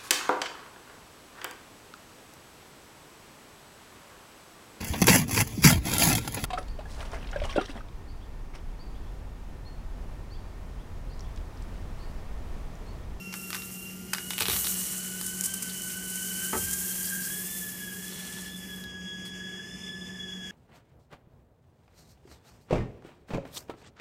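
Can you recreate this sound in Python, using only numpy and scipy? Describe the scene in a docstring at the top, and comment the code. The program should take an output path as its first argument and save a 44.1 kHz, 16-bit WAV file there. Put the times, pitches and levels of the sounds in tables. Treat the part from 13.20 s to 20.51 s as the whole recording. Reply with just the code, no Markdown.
"""A fan hums under a thin, unsteady whine that slowly climbs in pitch. Close by, a heated knife sinks
through a banana on a tiled kitchen counter. The peel cracks as its fibres part, juice boils and spits on
the blade, and steam squeaks out of the cut. Dull knocks set the counter ringing. The sizzle dies as the
blade is lifted out, leaving the fan and the whine."""
import sys
import numpy as np
from scipy import signal
from scipy.fft import rfft, irfft, next_fast_len
from scipy.io import wavfile
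from scipy.ndimage import uniform_filter1d

SR = 44100
rng = np.random.default_rng(int(sys.argv[2]) if len(sys.argv) > 2 else 0)


def wrap_up_sound(samples):
    """Save the sound to the file named by the first command line argument, as 16-bit audio."""
    columns = np.atleast_2d(samples).T
    # keep every value between -1 and 1, then stretch to whole-number steps
    tamed = np.clip(columns, -1, 1)
    steps = np.round(tamed * 32767).astype(np.int16)
    wavfile.write(sys.argv[1], SR, steps)


N = 322371
TIME = np.arange(N) / SR

# The fan's tones. Each row: frequency in Hz, level of the steady part in dB, depth of waver from 0 to 1.
FAN_TONES = [(58.4, -70.5, 0.8), (184.7, -46, 0.28), (365.6, -62, 0.6), (144.7, -67, 0.64),
             (1191, -70.5, 0)]
# The fan's airy hiss. Each row: time in seconds, level in dB.
FAN_HISS_LEVEL = [(0, -56), (1.5, -52.5), (3.5, -49.5), (5.3, -54.5), (7.3, -53.5)]
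# Spectra of the moving air. Each row: frequency in Hz, relative spectral density in dB.
FAN_HISS_SPECTRUM = [(900, -14.5), (1450, -6), (1850, 1.5), (2120, 5.5), (2550, 1), (2850, 8.5), (3300, -1),
                     (4000, -24), (4800, 3), (5900, 3), (7000, 2.5), (8200, -7), (9200, -9), (16000, -18.5)]
RUMBLE_SPECTRUM = [(20, -16), (40, -15), (60, -2), (110, -0.5), (160, -0.5), (210, 3.5), (280, -4),
                   (420, -3.5), (520, -12.5), (750, -14.5), (1000, -17.5), (1500, -23.5), (3000, -61)]

# The whine climbs, then hovers. Each row: time in seconds, pitch in Hz.
WHINE_PITCH = [(0, 1371), (.7, 1386), (1.15, 1460), (1.65, 1457), (2.0, 1498), (2.17, 1490), (2.3, 1543),
               (2.55, 1494), (3.27, 1516), (3.65, 1626), (4.0, 1616), (4.32, 1734), (4.62, 1675),
               (4.73, 1640), (4.85, 1707), (5.3, 1712), (5.7, 1666), (6.4, 1682), (6.5, 1720), (6.9, 1710),
               (7.08, 1689), (7.31, 1670)]
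# Its first two partials. Each row: time in seconds, fundamental level in dB, octave level in dB.
WHINE_LEVEL = [(0, -58.5, -47), (.4, -62, -45.5), (.5, -61, -54), (.62, -64, -47), (.8, -58, -59),
               (1.0, -55, -48), (1.6, -58, -48), (1.8, -51, -50.5), (2.8, -48.5, -47.5), (3.27, -45, -42.5),
               (3.5, -47, -53), (4.05, -44, -53.5), (4.4, -51, -51.5), (4.72, -44.5, -53), (4.95, -51, -50),
               (5.55, -48.5, -50.5), (5.9, -45.5, -43), (6.8, -46, -48), (7.1, -48.5, -43)]
# Its rapid pitch flutter. Each row: time in seconds, spread of the fundamental in %, of the octave in %.
WHINE_FLUTTER = [(0, 0.32, 0.15), (.65, 0.36, 0.35), (1.5, 1.02, 1.0), (3.2, 0.79, 1.0), (3.7, 1.3, .9),
                 (4.2, 0.72, 0.69), (5.55, 0.86, 0.71), (5.66, 0.35, .17), (5.95, .35, 0.18),
                 (6.1, 0.89, 0.49), (6.42, 1.0, 0.44), (6.65, 0.38, 0.36), (7.15, 1.01, 0.57)]
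# Its faint upper partials. Each row: harmonic number, relative level in dB.
WHINE_OVERTONES = [(3, -13.5), (5, -24), (6, -29), (7, -46), (8, -51)]

# Fruit and blade strike the counter. Each row: start in seconds, relative level in dB, cut-off in Hz.
KNOCKS = [(1.205, -34, 800), (1.284, -31, 433), (1.324, -30, 159), (3.329, -28, 1920), (3.347, -30, 1530),
          (3.364, -32, 590), (3.425, -31, 111), (5.659, -34, 91)]
# The counter's modes. Each row: frequency in Hz, relative level in dB, time to fall 60 dB in seconds.
COUNTER_MODES = [(66, -13.5, 1), (97, -9, 0.31), (222.3, -2.5, 0.11), (368, 1, 0.11), (457.3, -4, 0.18),
                 (800, -1, 0.071), (892, 1.5, 0.085), (1143, -16, 0.087), (1291, 1.5, 0.15),
                 (1620, -4, 0.039), (1927, 0, 0.057)]

# The slit rings higher as the blade wedges in. Each row: time in seconds, resonance in Hz.
SLIT_RESONANCE = [(0, 1660), (.95, 1750), (1.1, 2980), (1.3, 3270), (1.37, 3950), (1.45, 4350), (7.3, 4250)]
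# The peel's loudest cracks. Each row: start in seconds, relative level in dB, treble offset in dB.
PEEL_CRACKS = [(.1399, -30.5, -5), (.3045, -32, 2.5), (.3302, -28, -19), (.3469, -28.5, -2),
               (.352, -31.5, 0.5), (.4215, -37.5, -9), (.9332, -25, -1.5), (.9365, -36, -4),
               (.9481, -28, -3), (.9836, -29.5, -22), (1.1062, -26.5, 0.5), (1.1344, -31.5, -2),
               (1.1811, -25.5, 0), (1.1888, -26, 0), (1.2069, -21.5, 0), (1.2209, -23.5, -6),
               (1.2233, -22, 0), (1.2557, -23.5, -4), (1.2653, -28, -12), (1.2838, -21.5, -1.5),
               (1.2995, -24.5, 0.5), (1.3644, -27, -1), (1.4459, -29, -9), (2.0129, -30.5, 4),
               (5.6395, -40.5, -2)]
# Runs of smaller cracks. Each row: start and length in seconds, relative level in dB, mean gap in seconds.
TEARS = [(0.357, .018, -37, .01), (1.202, .03, -28.5, .009), (1.29, 0.05, -28.5, .011),
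         (1.45, 0.019, -29.5, 0.0092)]

# Steam squeaks. Each row: peak time in seconds, level in dB, half-length in seconds, frequency in Hz.
SQUEAKS = [(2.502, -42.5, .014, 4200), (2.704, -45, .01, 3400), (3.848, -41, 0.015, 5260),
           (3.878, -40, .012, 5250), (4.043, -46, .035, 5210)]
# The loudest droplets that flash to steam.
# Each row: start in seconds, relative level in dB, decay time in seconds, bubbling against hiss in dB.
STEAM_SPITS = [(0.125, -47.5, 0.0092, 8), (0.333, -49, 0.031, 2), (0.934, -26.5, 0.005, 3.5),
               (1.199, -32, 0.015, -6), (2.063, -28, .0043, -22), (2.2095, -16, 0.0015, -15),
               (2.236, -28, 0.019, -20), (2.256, -28.5, 0.012, -17), (2.338, -27.5, 0.0066, -16),
               (2.422, -31, 0.013, -15.5), (3.51, -27, 0.0039, -14), (3.529, -28, 0.013, -23),
               (5.36, -50, .044, -24), (5.56, -42, .0032, -22), (6.05, -53.5, .04, 2)]
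# How hard the juice boils, from first touch to lifting out. Each row: time in seconds, relative dB.
BOIL_LEVEL = [(0, -54), (.12, -59), (.14, -47.5), (.48, -45.5), (.88, -54), (.97, -44), (1.22, -41.5),
              (1.36, -34.5), (1.55, -32), (1.9, -39), (2.05, -36), (2.15, -39), (2.8, -39), (3.45, -34),
              (4.0, -36.5), (4.44, -39.5), (4.62, -46), (5.2, -44), (5.4, -54), (5.6, -53.5), (5.7, -74)]
# The boil is finest where steel meets fresh flesh. Each row: time in seconds, fizz offset in dB.
FINENESS = [(0, 2), (.85, 2.5), (1.18, -4), (1.31, 6.5), (1.65, -4.5), (2.35, -6.5), (3.8, 1), (4.65, 2.5),
            (5.2, -7), (5.4, 2)]
# Juice wells up as the peel gives way and as the slice opens.
# Each row: peak time in seconds, level in dB, half-length in seconds.
GUSHES = [(1.33, -38.5, 0.047), (1.515, -52.5, 0.32), (4.992, -52, 0.13), (5.197, -53.5, 0.096)]
# Spectra of the boiling juice. 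Each row: frequency in Hz, relative spectral density in dB.
DROPLET_SPECTRUM = [(600, -25), (1000, 4), (1800, 0.5), (3000, 2), (3600, -7.5), (4350, 2), (5200, 4.5),
                    (8000, -9.5)]
BUBBLING_SPECTRUM = [(400, -4.5), (900, -3.5), (1900, 1), (2500, -2), (3050, 4), (3600, -3), (4300, 4),
                     (5000, -8.5), (5600, 5.5), (8000, -21.5)]
SIZZLE_SPECTRUM = [(2000, -24.5), (4000, -18), (5200, -9.5), (6500, -2), (8000, 1), (9700, 1),
                   (11200, -5.5), (13000, -7), (16000, -8.5)]
FIZZ_SPECTRUM = [(6000, -43), (10000, -4.5), (12000, -1), (13300, -0.5), (14500, -2.5), (16000, -6.5)]


def from_db(db):
    """Amplitude grows tenfold for every 20 dB."""
    return 10 ** (np.asarray(db) / 20)


def unit_rms(x):
    """Normalisation to unit power."""
    return x / np.sqrt(np.mean(x ** 2) + 1e-20)


def in_time(rows):
    """Linear interpolation gives each column of a curve at every sample."""
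    s, *columns = np.transpose(rows)
    return [np.interp(TIME, s, column) for column in columns]


def colour(x, spectrum):
    """Spectral shaping weights each frequency of a steady sound; the result has unit power."""
    hz, db = np.transpose(spectrum)
    size = next_fast_len(N)
    bins = np.maximum(np.fft.rfftfreq(size, 1 / SR), 1)
    gain = from_db(np.interp(np.log(bins), np.log(hz), db)) * np.minimum(bins / hz[0], 1) ** 2
    return unit_rms(irfft(rfft(x, size) * gain, size)[:N])


def butter(x, hz, kind, order=2):
    """A causal low-, high- or band-pass filter with a maximally flat passband."""
    sections = signal.butter(order, np.clip(hz, 1, .45 * SR), kind, fs=SR, output="sos")
    return signal.sosfilt(sections, x + 1e-18)


def drift(rate_hz):
    """Low-passed noise fluctuates smoothly, with unit spread."""
    slow = butter(rng.standard_normal(N + SR), rate_hz, "low")
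    return unit_rms(slow[SR:])


def add(track, s, sound):
    """Superposition: a short sound joins the track at s seconds."""
    start = int(round(s * SR))
    track[start:start + len(sound)] += sound[:N - start]


def kitchen_echo(x, t60):
    """Reverberation: hard walls return a diffuse, exponential tail at the power of the direct sound."""
    t = TIME[:SR // 2]
    echo = rng.standard_normal(len(t)) * from_db(-60 * t / t60) * (t > .003)
    echo = butter(echo, 6000, "low", order=1)
    return signal.fftconvolve(x, echo / np.linalg.norm(echo))[:N]


def fan(rumble_db=-49.5, gust_db=2.0, waver_hz=12.6, fade_start_s=7.15, fade_db_per_s=36):
    """Periodic blade motion gives wavering tones; turbulent air gives broadband rumble and hiss."""
    fade_db = -fade_db_per_s * np.maximum(TIME - fade_start_s, 0)   # the listener turns away
    hiss_db, = in_time(FAN_HISS_LEVEL)
    hum = 0
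    for hz, db, waver in FAN_TONES:
        sway = 1 + waver * (drift(waver_hz) + 1j * drift(waver_hz))   # in level and phase
        hum += from_db(db + fade_db) * np.sqrt(2) * np.real(sway * np.exp(2j * np.pi * hz * TIME))
    rumble = from_db(rumble_db) * colour(rng.standard_normal(N), RUMBLE_SPECTRUM)
    hiss = from_db(hiss_db + gust_db * drift(7.1)) * colour(rng.standard_normal(N), FAN_HISS_SPECTRUM)
    return hum + rumble + hiss


def unsteady_tone(hz, flutter_percent):
    """Interference with its own echo makes a fluttering tone flicker; its power is held near one."""
    phase = 2 * np.pi * np.cumsum(hz * (1 + flutter_percent * drift(45) / 100)) / SR
    rasping = np.sin(phase) * (1 + .35 * flutter_percent * drift(70))
    heard = rasping + .85 * kitchen_echo(rasping, t60=.16)
    return heard / np.sqrt(uniform_filter1d(heard ** 2, size=SR // 14) + 1e-9)


def whine(swell_db=2.24, swell_hz=5.8, resonance_hz=1722, resonance_width_hz=22):
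    """A near-harmonic series follows one pitch; its overtones bloom where that pitch meets a resonance."""
    hz, = in_time(WHINE_PITCH)
    base_db, octave_db = in_time(WHINE_LEVEL)
    base_flutter, octave_flutter = in_time(WHINE_FLUTTER)
    hz = hz * (1 + .00245 * octave_flutter * drift(9.0))   # a slow wobble shared by all partials
    base_hz = hz * (1 + .006 * base_flutter)   # the fundamental runs sharp as it flutters
    fundamental = from_db(base_db + swell_db * drift(swell_hz)) * unsteady_tone(base_hz, base_flutter)
    octave = from_db(octave_db + swell_db * drift(swell_hz)) * unsteady_tone(2 * hz, octave_flutter)
    fourth_db = octave_db - 14.5 - 16 * np.log2(hz / hz.mean())   # weaker as the pitch climbs
    fourth = from_db(fourth_db) * unsteady_tone(4 * hz, octave_flutter + .228)
    bloom_db = -1.25 + 6.5 * np.exp(-((hz - resonance_hz) / resonance_width_hz) ** 2)
    overtones = sum(from_db(base_db + db + bloom_db) * unsteady_tone(k * hz, .5 + .35 * base_flutter)
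                    for k, db in WHINE_OVERTONES)
    return fundamental + octave + fourth + overtones


def knocks(rise_s=.0016, rub_s=.015, gain_db=1.0):
    """Modal ringing: rubbing contacts excite the counter, and softer ones reach only its low modes."""
    out, t = np.zeros(N), TIME[:SR // 2]
    for s, db, cutoff_hz in KNOCKS:
        ring = 0
        for hz, mode_db, t60 in COUNTER_MODES:
            drive = rng.choice([-1, 1]) / np.hypot(1, (hz / cutoff_hz) ** 2)
            ring += drive * from_db(mode_db - 60 * t / t60) * np.sin(2 * np.pi * hz * t)
        friction = butter(rng.standard_normal(len(t)), cutoff_hz, "low", order=4)
        scuff = friction * np.sqrt(SR / cutoff_hz) * np.exp(-t / rub_s)
        add(out, s, from_db(db + gain_db) * (.62 * ring + .636 * scuff) * (1 - np.exp(-t / rise_s)))
    return butter(out, 68, "high", order=4)


def torn_fibres(spread_db=1, treble_db=-2):
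    """Progressive fracture: fibres snap one after another at uneven gaps. Rows are as in PEEL_CRACKS."""
    rows = []
    for start, length, db, gap in TEARS:
        for s, (late, weak) in zip(np.arange(start, start + length, gap), rng.random((20, 2))):
            rows.append((s + gap * late, db + spread_db * (1 - 2 * weak), treble_db))
    return rows


def peel_cracks(snap_s=.00075, scatter_s=.0067, slit_db=-1.0, body_db=1.5):
    """Fracture releases an impulse and a brief tearing; the slit resonates and the tiles scatter a tail."""
    out, t = np.zeros(N), TIME[:SR // 25]
    attack = t < .0015
    for s, db, treble_db in PEEL_CRACKS + torn_fibres():
        crack = .24 * rng.standard_normal(len(t)) * np.exp(-t / snap_s)
        crack[0] = 1
        scattered = crack + .052 * rng.standard_normal(len(t)) * np.exp(-t / scatter_s)
        slit_hz = np.interp(s, *np.transpose(SLIT_RESONANCE))
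        slit = butter(scattered, [.72 * slit_hz, 1.3 * slit_hz], "band")
        body = butter(scattered, [1000, 6000], "band") + from_db(slit_db) * slit
        edge = butter(crack, [5000, 14000], "band")
        add(out, s, from_db(db + body_db) * body / np.std(body[attack]))
        add(out, s, from_db(db + treble_db) * edge / np.std(edge[attack]))
    return out


def steam_squeaks():
    """Flow-excited resonance: steam forced through the narrow cut rings briefly in one band."""
    out = np.zeros(N)
    for s, db, half_length, hz in SQUEAKS:
        t = TIME[:int(4 * half_length * SR)]
        ring = unit_rms(butter(rng.standard_normal(len(t)), [.86 * hz, 1.14 * hz], "band"))
        add(out, s - half_length, from_db(db) * ring * np.exp(-2 * (t / half_length - 1) ** 2))
    return out


def stray_droplets(per_s=7.0, decay_s=.0028, wet_db=-23.0, spread_db=6.0):
    """Random arrivals: small spits follow the strength of the boil. 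Rows are as in STEAM_SPITS."""
    when, strength = rng.random((int(per_s * N / SR), 2)).T
    times = when * TIME[-1]
    levels = np.interp(times, *np.transpose(BOIL_LEVEL)) + 4 + spread_db * (2 * strength - 1)
    return [(s, db, decay_s, wet_db) for s, db in zip(times, levels)]


def steam_spits(rise_s=.0012, gain_db=3.5):
    """Flash evaporation: a droplet leaves hot steel as a short, bright puff; some bubble as well."""
    hiss_envelope, wet_envelope, t = np.zeros(N), np.zeros(N), TIME[:SR // 8]
    for s, db, decay_s, wet_db in STEAM_SPITS + stray_droplets():
        puff = from_db(db + gain_db) * (1 - np.exp(-t / rise_s)) * np.exp(-(t / decay_s) ** 2)
        add(hiss_envelope, s, puff)
        add(wet_envelope, s, puff * from_db(wet_db))
    hiss = hiss_envelope * colour(rng.standard_normal(N), SIZZLE_SPECTRUM)
    return hiss + wet_envelope * colour(rng.standard_normal(N), DROPLET_SPECTRUM)


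def bubbles(spectrum, per_s, spread_db):
    """Shot noise: steam bubbles burst at random, most small and a few large."""
    sizes = from_db(spread_db * np.minimum(rng.exponential(1, N), 5))
    bursts = sizes * rng.standard_normal(N) * (rng.random(N) < per_s / SR)
    return colour(bursts, spectrum)


def boiling_juice(ordinary_boil_db=-37, bubbling_db=-50.5):
    """Common modulation: three sizes of bubble share one supply of juice; gushes add wet bubbling."""
    boil_db, = in_time(BOIL_LEVEL)
    fine_db, = in_time(FINENESS)
    wetness = from_db(bubbling_db + .61 * (boil_db - ordinary_boil_db))
    for s, db, half_length in GUSHES:
        wetness += from_db(db) * np.exp(-((TIME - s) / half_length) ** 2)
    sputter = drift(20)
    sizzle_db = boil_db + .5 + 1.3 * sputter
    fizz_db = boil_db + fine_db - 1.5 + .7 * sputter
    sizzle = from_db(sizzle_db) * bubbles(SIZZLE_SPECTRUM, per_s=22000, spread_db=2.5)
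    fizz = from_db(fizz_db) * bubbles(FIZZ_SPECTRUM, per_s=25000, spread_db=2.5)
    wet = wetness * from_db(.51 * drift(30)) * bubbles(BUBBLING_SPECTRUM, per_s=6000, spread_db=1.5)
    return sizzle + fizz + wet


def scene():
    """Direct sound dominates the close cutting; the fan and the whine stand further off."""
    transients = peel_cracks() + steam_spits() + steam_squeaks() + knocks()
    cutting = boiling_juice() + transients + from_db(-13) * kitchen_echo(transients, t60=.23)
    return (cutting + whine() + fan())[None]


def record(dry):
    """Band limiting: a steep low-pass removes the treble above 15330 Hz."""
    return signal.sosfilt(signal.ellip(12, .1, 90, 15330, fs=SR, output="sos"), dry)


dry = scene()
out = record(dry)
wrap_up_sound(out)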